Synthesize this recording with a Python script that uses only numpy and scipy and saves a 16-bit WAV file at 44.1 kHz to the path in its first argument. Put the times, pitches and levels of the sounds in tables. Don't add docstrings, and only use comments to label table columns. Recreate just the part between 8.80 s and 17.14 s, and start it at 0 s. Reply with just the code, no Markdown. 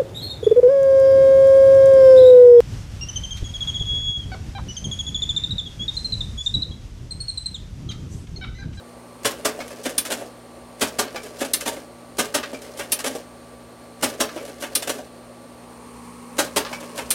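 import sys
import numpy as np
from scipy import signal
from scipy.fft import rfft, irfft
from scipy.io import wavfile
from scipy.ndimage import uniform_filter1d

SR = 44100
rng = np.random.default_rng(int(sys.argv[2]) if len(sys.argv) > 2 else 0)


def unload_audio(sound):
    columns = np.transpose(np.atleast_2d(sound))
    steps = np.round(np.clip(columns, -1, 1) * 32767)
    wavfile.write(sys.argv[1], SR, steps.astype(np.int16))


N = 367794

# shutter_clack_s, lifter_clack_s, latch_snap_s
CHANGES = [(0.443, 0.645, 1.178), (2.006, 2.183, 2.733), (3.38, 3.539, 4.118), (5.221, 5.398, 5.95),
           (7.579, 7.758, 8.303)]
# clack_force_db, jiggle_db, landing_db, tray_bump_db, catch_db, last_knock_db
SLIDES = [(0, -23, -2, -1.5, -0.5, -5), (0.5, -8.5, 1, -1.5, 0.5, -5), (0, 3.5, -8, 1.5, -9.5, 0),
          (0.6, -3.5, -6.5, 1.5, -14, -6), (1.5, 1.5, 1.5, -5, -11, -3)]
# pitch_hz, width_hz, level_db
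HOUSING = [(431.6, 19, 9.5), (558, 23, 9), (905, 41, -4), (1190, 45, 0), (1580, 82, -6), (2070, 66, -4),
           (2630, 240, -9), (2870, 45, -2)]
# frequency_hz, density_db (per Hz)
RATTLE_TONE = [(70, -19.5), (170, -12), (260, 12), (350, 1.5), (580, 8), (850, 1.5), (1150, -3.5),
               (1600, 3), (2200, -1), (3000, -3), (4000, -8.5), (9500, -7), (12000, -11.5), (16000, -25)]
# frequency_hz, density_db (per Hz)
MOUNT_TONE = [(100, -18), (500, -10), (1000, -3.5), (1600, 0), (2300, -12), (3300, -6), (5000, 1.5),
              (9000, -8), (16000, -17)]
HOUSING_DB = -12
THUMP_HZ, EDGE_HZ = 800, 3500


def amp(db):
    return 10 ** (np.asarray(db) / 20)


def rms(x):
    return np.sqrt(np.mean(x ** 2) + 1e-20)


def read(points, hz):
    f, value = np.transpose(points)
    return np.interp(np.log(hz + 1), np.log(f + 1), value)


def add(mix, s, sound):
    part = mix[max(round(s * SR), 0):][:len(sound)]
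    part += sound[:len(part)]


def drift(hz):
    f = np.fft.rfftfreq(N, 1 / SR)
    x = irfft(rfft(rng.standard_normal(N)) * np.exp(-(f / hz) ** 2), N)
    return x / rms(x)


def band(x, hz, kind):
    return signal.sosfilt(signal.butter(3, hz, kind, fs=SR, output="sos"), x)


def response(tone, modes, ring_db, size=8192):
    tone_db = read(tone, abs(np.fft.fftfreq(size, 1 / SR)))
    log_gain = np.log(amp(np.maximum(tone_db, -80)))
    click = np.fft.ifft(np.exp(np.conj(signal.hilbert(log_gain)))).real
    t = np.arange(size) / SR
    ring = np.zeros(size)
    for hz, width, db in modes:
        ring += amp(db) * width * np.exp(-np.pi * width * t) * np.cos(2 * np.pi * hz * t)
    return click / rms(click) + amp(ring_db) * ring / rms(ring)


def contacts(size, per_s, uneven_db):
    hit = rng.random(size) < per_s / SR
    sign = rng.choice([-1, 1], size)
    strength = np.clip(rng.standard_normal(size), -2, 2)
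    return hit * sign * amp(uneven_db * strength)


def blow(body, db, thump_db, edge_db, rise, decay, per_s, uneven_db, lag=0, size=11000):
    t = np.arange(size) / SR
    force = (1 - np.exp(-(t / rise) ** 2)) * np.exp(-t / decay)
    force /= force.max()
    sound = signal.fftconvolve(force * contacts(size, per_s, uneven_db), body)[:size]
    thump = band(sound, THUMP_HZ, "low")
    middle = band(sound, [THUMP_HZ, EDGE_HZ], "band")
    edge = band(sound, EDGE_HZ, "high")
    out = amp(edge_db) * edge / rms(edge)
    add(out, lag, middle / rms(middle) + amp(thump_db) * thump / rms(thump))
    return amp(db) * rms(force) * out


def facing():
    # time_s, share (0-1)
    turns = [(0, 0.03), (.5, 0.2), (1.5, 0.03), (6.4, 0.01), (6.8, 0.11), (7.25, 0.85), (8.3, 1)]
    return np.clip(np.interp(np.arange(N) / SR, *np.transpose(turns)), 0, 1)


def air(tone, db):
    # pitch_hz, width_hz, lift_db
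    vent = [(60.7, 38, 20), (810, 460, 4), (564, 34, 4.5), (1200, 26, -3), (4300, 600, 5.5),
            (8880, 1180, 9), (9830, 650, 5.5), (13100, 700, 8)]
    f = np.fft.rfftfreq(N, 1 / SR)
    vent_db = sum(lift_db * np.exp(-(2 * (f - hz) / width) ** 2) for hz, width, lift_db in vent)
    x = irfft(rfft(rng.standard_normal(N)) * amp(read(tone, f) + vent_db), N)
    return amp(db) * x / rms(band(x, 300, "high"))


def motor():
    # frequency_hz, density_db (per Hz)
    away_tone = [(20, -42), (55, -16.5), (100, -8), (190, -10), (260, 1.5), (570, 0.5), (950, -8.5),
                 (1150, -9), (1450, -10.5), (3400, -17.5), (6000, -21.5), (9000, -22.5), (10800, -26),
                 (16000, -34.5)]
    facing_tone = [(20, -52), (60, -20), (150, -16), (260, -3.5), (330, -12.5), (510, -3.5), (630, -36),
                   (800, -11.5), (1080, -7), (1500, -21), (2200, -17.5), (3500, -27), (8800, -26),
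                   (11000, -30), (16000, -42)]
    # pitch_hz, level_db, gain_when_faced_db
    hum_hz = [120, 175, 240, 1092, 1160, 1280]
    hum_db = [-56, -59, -49.5, -67, -56.5, -68]
    hum_facing_db = [1, 5.5, 6, 15.5, 0, 8]
    flutter_db, waver_db, wobble_rad = .3, .6, .12

    t, faced = np.arange(N) / SR, facing()
    wind = np.sqrt(1 - faced) * air(away_tone, db=-46)
    wind += np.sqrt(faced) * air(facing_tone, db=-44)
    hum = np.zeros(N)
    for hz, db, faced_db in zip(hum_hz, hum_db, hum_facing_db):
        gain = amp(db + faced_db * faced + waver_db * drift(hz=6.1))
        hum += gain * np.sin(2 * np.pi * hz * t + wobble_rad * drift(hz=3.9))
    return wind * amp(flutter_db * drift(hz=22)) + np.sqrt(2) * hum


def eddies(level_db=-55, gusty_db=5.5, faced_db=-6):
    puffs = band(rng.standard_normal(N), [460, 640], "band") * amp(gusty_db * drift(hz=25))
    return amp(level_db + faced_db * facing()) * puffs / rms(puffs)


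def cam(scrape_db=-49, grumble_db=-44, ticks_db=-53):
    run_up_s, run_on_s = 0.0086, 0.31
    t = np.arange(N) / SR
    running = np.zeros(N)
    for shutter_s, _, snap_s in CHANGES:
        running += (t > shutter_s - run_up_s) & (t < snap_s + run_on_s)
    running = uniform_filter1d(running, size=3000)

    gears = response(RATTLE_TONE, HOUSING, HOUSING_DB)
    scrape = signal.oaconvolve(contacts(N, per_s=2500, uneven_db=4), gears)[:N]
    scrape = scrape * amp(2.4 * drift(hz=28))
    grumble = band(scrape, [270, 750], "band")
    mounts = response(MOUNT_TONE, HOUSING, HOUSING_DB)
    ticks = signal.oaconvolve(contacts(N, per_s=110, uneven_db=1), mounts)[:N]
    layers = [(scrape_db, scrape), (grumble_db, grumble), (ticks_db, ticks)]
    return running * sum(amp(db) * x / rms(x) for db, x in layers)


def levers(shutter_db=-21, lifter_db=-21.0, slack_db=-44, slack_s=0.011,
           rebound_db=-41, rebound_s=.058, shudder_db=-35, shudder_s=.038):
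    # frequency_hz, density_db (per Hz)
    clack_tone = [(60, -18), (110, -6.5), (160, -9), (205, -5), (250, 10.5), (330, 3.5), (540, 5), (660, 2),
                  (900, -0.5), (1600, -1), (2500, -5.5), (9500, -4.5), (13500, -13.5), (16000, -21)]
    body, out = response(clack_tone, HOUSING, HOUSING_DB), np.zeros(N)
    for (shutter_s, lifter_s, _), (force_db, *_) in zip(CHANGES, SLIDES):
        slack = blow(body, slack_db, thump_db=-3, edge_db=4,
                     rise=0.0013, decay=0.0051, per_s=13000, uneven_db=-1)
        add(out, shutter_s - slack_s, slack)
        slam = blow(body, shutter_db + force_db, thump_db=-0.6, edge_db=-0.6,
                    rise=.016, decay=.012, per_s=7000, uneven_db=2.5)
        add(out, shutter_s, slam)
        rebound = blow(body, rebound_db, thump_db=0.5, edge_db=4,
                       rise=0.012, decay=.011, per_s=1000, uneven_db=5.5)
        add(out, shutter_s + rebound_s, rebound)
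        stop = blow(body, lifter_db + force_db, thump_db=-1, edge_db=0.1,
                    rise=0.01, decay=0.012, per_s=7000, uneven_db=2.5)
        add(out, lifter_s, stop)
        shudder = blow(body, shudder_db, thump_db=-6, edge_db=-9,
                       rise=0.0088, decay=0.0098, per_s=1200, uneven_db=8.0)
        add(out, lifter_s + shudder_s, shudder)
    return out


def landings(jiggle_db=-33, jiggle_after_s=.088, land_db=-30, land_before_s=.379):
    # pitch_hz, width_hz, level_db
    mount = [(1540, 180, -4), (2310, 140, 9), (3024, 67, -2.5)]
    guide = response(MOUNT_TONE, HOUSING, HOUSING_DB)
    slot = response(MOUNT_TONE, mount, ring_db=-3)
    out = np.zeros(N)
    for (_, lifter_s, snap_s), (_, loose_db, fall_db, *_) in zip(CHANGES, SLIDES):
        jiggle = blow(guide, jiggle_db + loose_db, thump_db=-18, edge_db=-12,
                      rise=0.0033, decay=0.024, per_s=900, uneven_db=3.5)
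        add(out, lifter_s + jiggle_after_s, jiggle)
        landing = blow(slot, land_db + fall_db, thump_db=-6, edge_db=-9.5,
                       rise=0.0056, decay=0.017, per_s=1500, uneven_db=1.5)
        add(out, snap_s - land_before_s, landing)
    return out


def tray(bump_db=-38, bump_before_s=.39, knock_db=-37, knock_after_s=.23, brightening=1.0):
    # pitch_hz, width_hz, level_db
    hollow = [(352, 70, -8), (590, 130, 6)]
    body, out = response(RATTLE_TONE, hollow, ring_db=-3), np.zeros(N)
    for (_, _, snap_s), (*_, step_db, _, home_db) in zip(CHANGES, SLIDES):
        bump = blow(body, bump_db + step_db, thump_db=10.5, edge_db=-6,
                    rise=0.0016, decay=0.011, per_s=3500, uneven_db=0.0)
        add(out, snap_s - bump_before_s, bump)
        knock = blow(body, knock_db + home_db, thump_db=10.5, edge_db=brightening * home_db,
                     rise=0.0035, decay=0.015, per_s=3500, uneven_db=2.5)
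        add(out, snap_s + knock_after_s, knock)
    return out


def rattles():
    # after_snap_s, level_db, thump_db, edge_db, rise_s, decay_s
    figure = [(-.302, -44.5, -7, 3.5, 0.0037, 0.0087), (-.279, -46, -14, -2.5, 0.008, 0.017),
              (-.15, -49, -6, 10, 0.012, .011), (-.13, -31.5, -2, -1, 0.0037, 0.018),
              (-.118, -30.5, -5.5, -14, 0.005, 0.014), (.07, -31.5, -10, 2, 0.0044, 0.014),
              (.121, -28, 1, -1, .005, .012), (.136, -26.5, 0, 1, 0.01, 0.013),
              (.183, -44, 7.5, 0.5, .008, 0.033)]
    body, out = response(RATTLE_TONE, HOUSING, HOUSING_DB), np.zeros(N)
    for _, _, snap_s in CHANGES:
        for after_s, db, thump_db, edge_db, rise, decay in figure:
            chatter = blow(body, db, thump_db, edge_db, rise, decay, per_s=2200, uneven_db=4.5)
            add(out, snap_s + after_s, chatter)
    return out


def catches(level_db=-32, before_s=.125, again_db=-33, again_s=.037):
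    body, out = response(RATTLE_TONE, HOUSING, HOUSING_DB), np.zeros(N)
    for (_, _, snap_s), (*_, catch_db, _) in zip(CHANGES, SLIDES):
        s = snap_s - before_s
        thump = blow(body, level_db + catch_db, thump_db=8.5, edge_db=1,
                     rise=.007, decay=0.014, per_s=3000, uneven_db=4.5)
        add(out, s, thump)
        knock = blow(body, again_db + catch_db, thump_db=0.5, edge_db=0,
                     rise=0.0036, decay=.011, per_s=3000, uneven_db=5.0)
        add(out, s + again_s, knock)
    return out


def latch(level_db=-26, thump_db=-5, edge_db=12):
    # frequency_hz, density_db (per Hz)
    snap_tone = [(100, -43), (250, -12), (600, -27), (1050, -10), (1600, -2), (2300, -1), (2900, -3.5),
                 (4200, -2.5), (7300, -10.5), (8900, -1), (10300, 1), (11500, -7.5), (13000, -4),
                 (16000, -23)]
    # pitch_hz, width_hz, level_db
    steel = [(2920, 110, -3), (4220, 20, -24), (5440, 99, 6), (5430, 100, -27), (6180, 81, 9),
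             (8200, 55, -15), (8600, 46, -1), (9220, 210, 15.5), (9400, 160, 2), (10800, 42, -18),
             (11400, 43, -24), (12200, 69, 2)]
    body, out = response(snap_tone, steel, ring_db=-9), np.zeros(N)
    for _, _, snap_s in CHANGES:
        snap = blow(body, level_db, thump_db, edge_db,
                    rise=0.003, decay=0.011, per_s=8000, uneven_db=5, lag=.003)
        add(out, snap_s, snap)
    return out


def scattered(x, paths, wander_s=.045):
    angle = np.pi * np.arange(N) / SR / wander_s
    out = np.zeros(N)
    for k, path in enumerate(paths):
        share = np.sqrt(2 / len(paths)) * np.cos(angle + np.pi * k / len(paths))
        out += signal.oaconvolve(x * share, path)[:N]
    return out


def room(x, wet_db, first_s, count=16, channels=3):
    # frequency_hz, t60_s
    decay = [(200, 0.35), (550, 0.23), (1400, 0.26), (3700, 0.21), (10000, 0.12), (16000, 0.24)]
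    near = np.zeros((channels, round(.008 * SR)))
    for path in near:
        spots = rng.integers(len(path) // 10, len(path), count)
        path[spots] = rng.choice([-1, 1], count) / np.sqrt(count)
    x = x + amp(-7) * band(scattered(x, near), THUMP_HZ, "high")

    size = SR // 2
    taps = rng.standard_normal((channels, size)) * (np.arange(size) / SR > first_s)
    hz, t, z = signal.stft(taps, SR, nperseg=256)
    fade = np.exp(-np.log(1000) * t / read(decay, hz)[:, None])
    tails = signal.istft(z * fade, SR)[1]
    tails /= np.linalg.norm(tails, axis=1, keepdims=True)
    return x + amp(wet_db) * scattered(x, tails)


def scene():
    heavy = room(levers(), wet_db=-6, first_s=.004)
    light = room(rattles() + catches() + landings() + tray() + cam(), wet_db=-8.5, first_s=0.0021)
    snaps = room(latch(), wet_db=-9.5, first_s=0.0047)
    return (heavy + light + snaps + motor() + eddies())[None]


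def record(dry):
    lowpass = signal.firwin(511, 16050, window=("kaiser", 9), fs=SR)
    return signal.oaconvolve(dry, lowpass[None], "same")


dry = scene()
out = record(dry)
unload_audio(out)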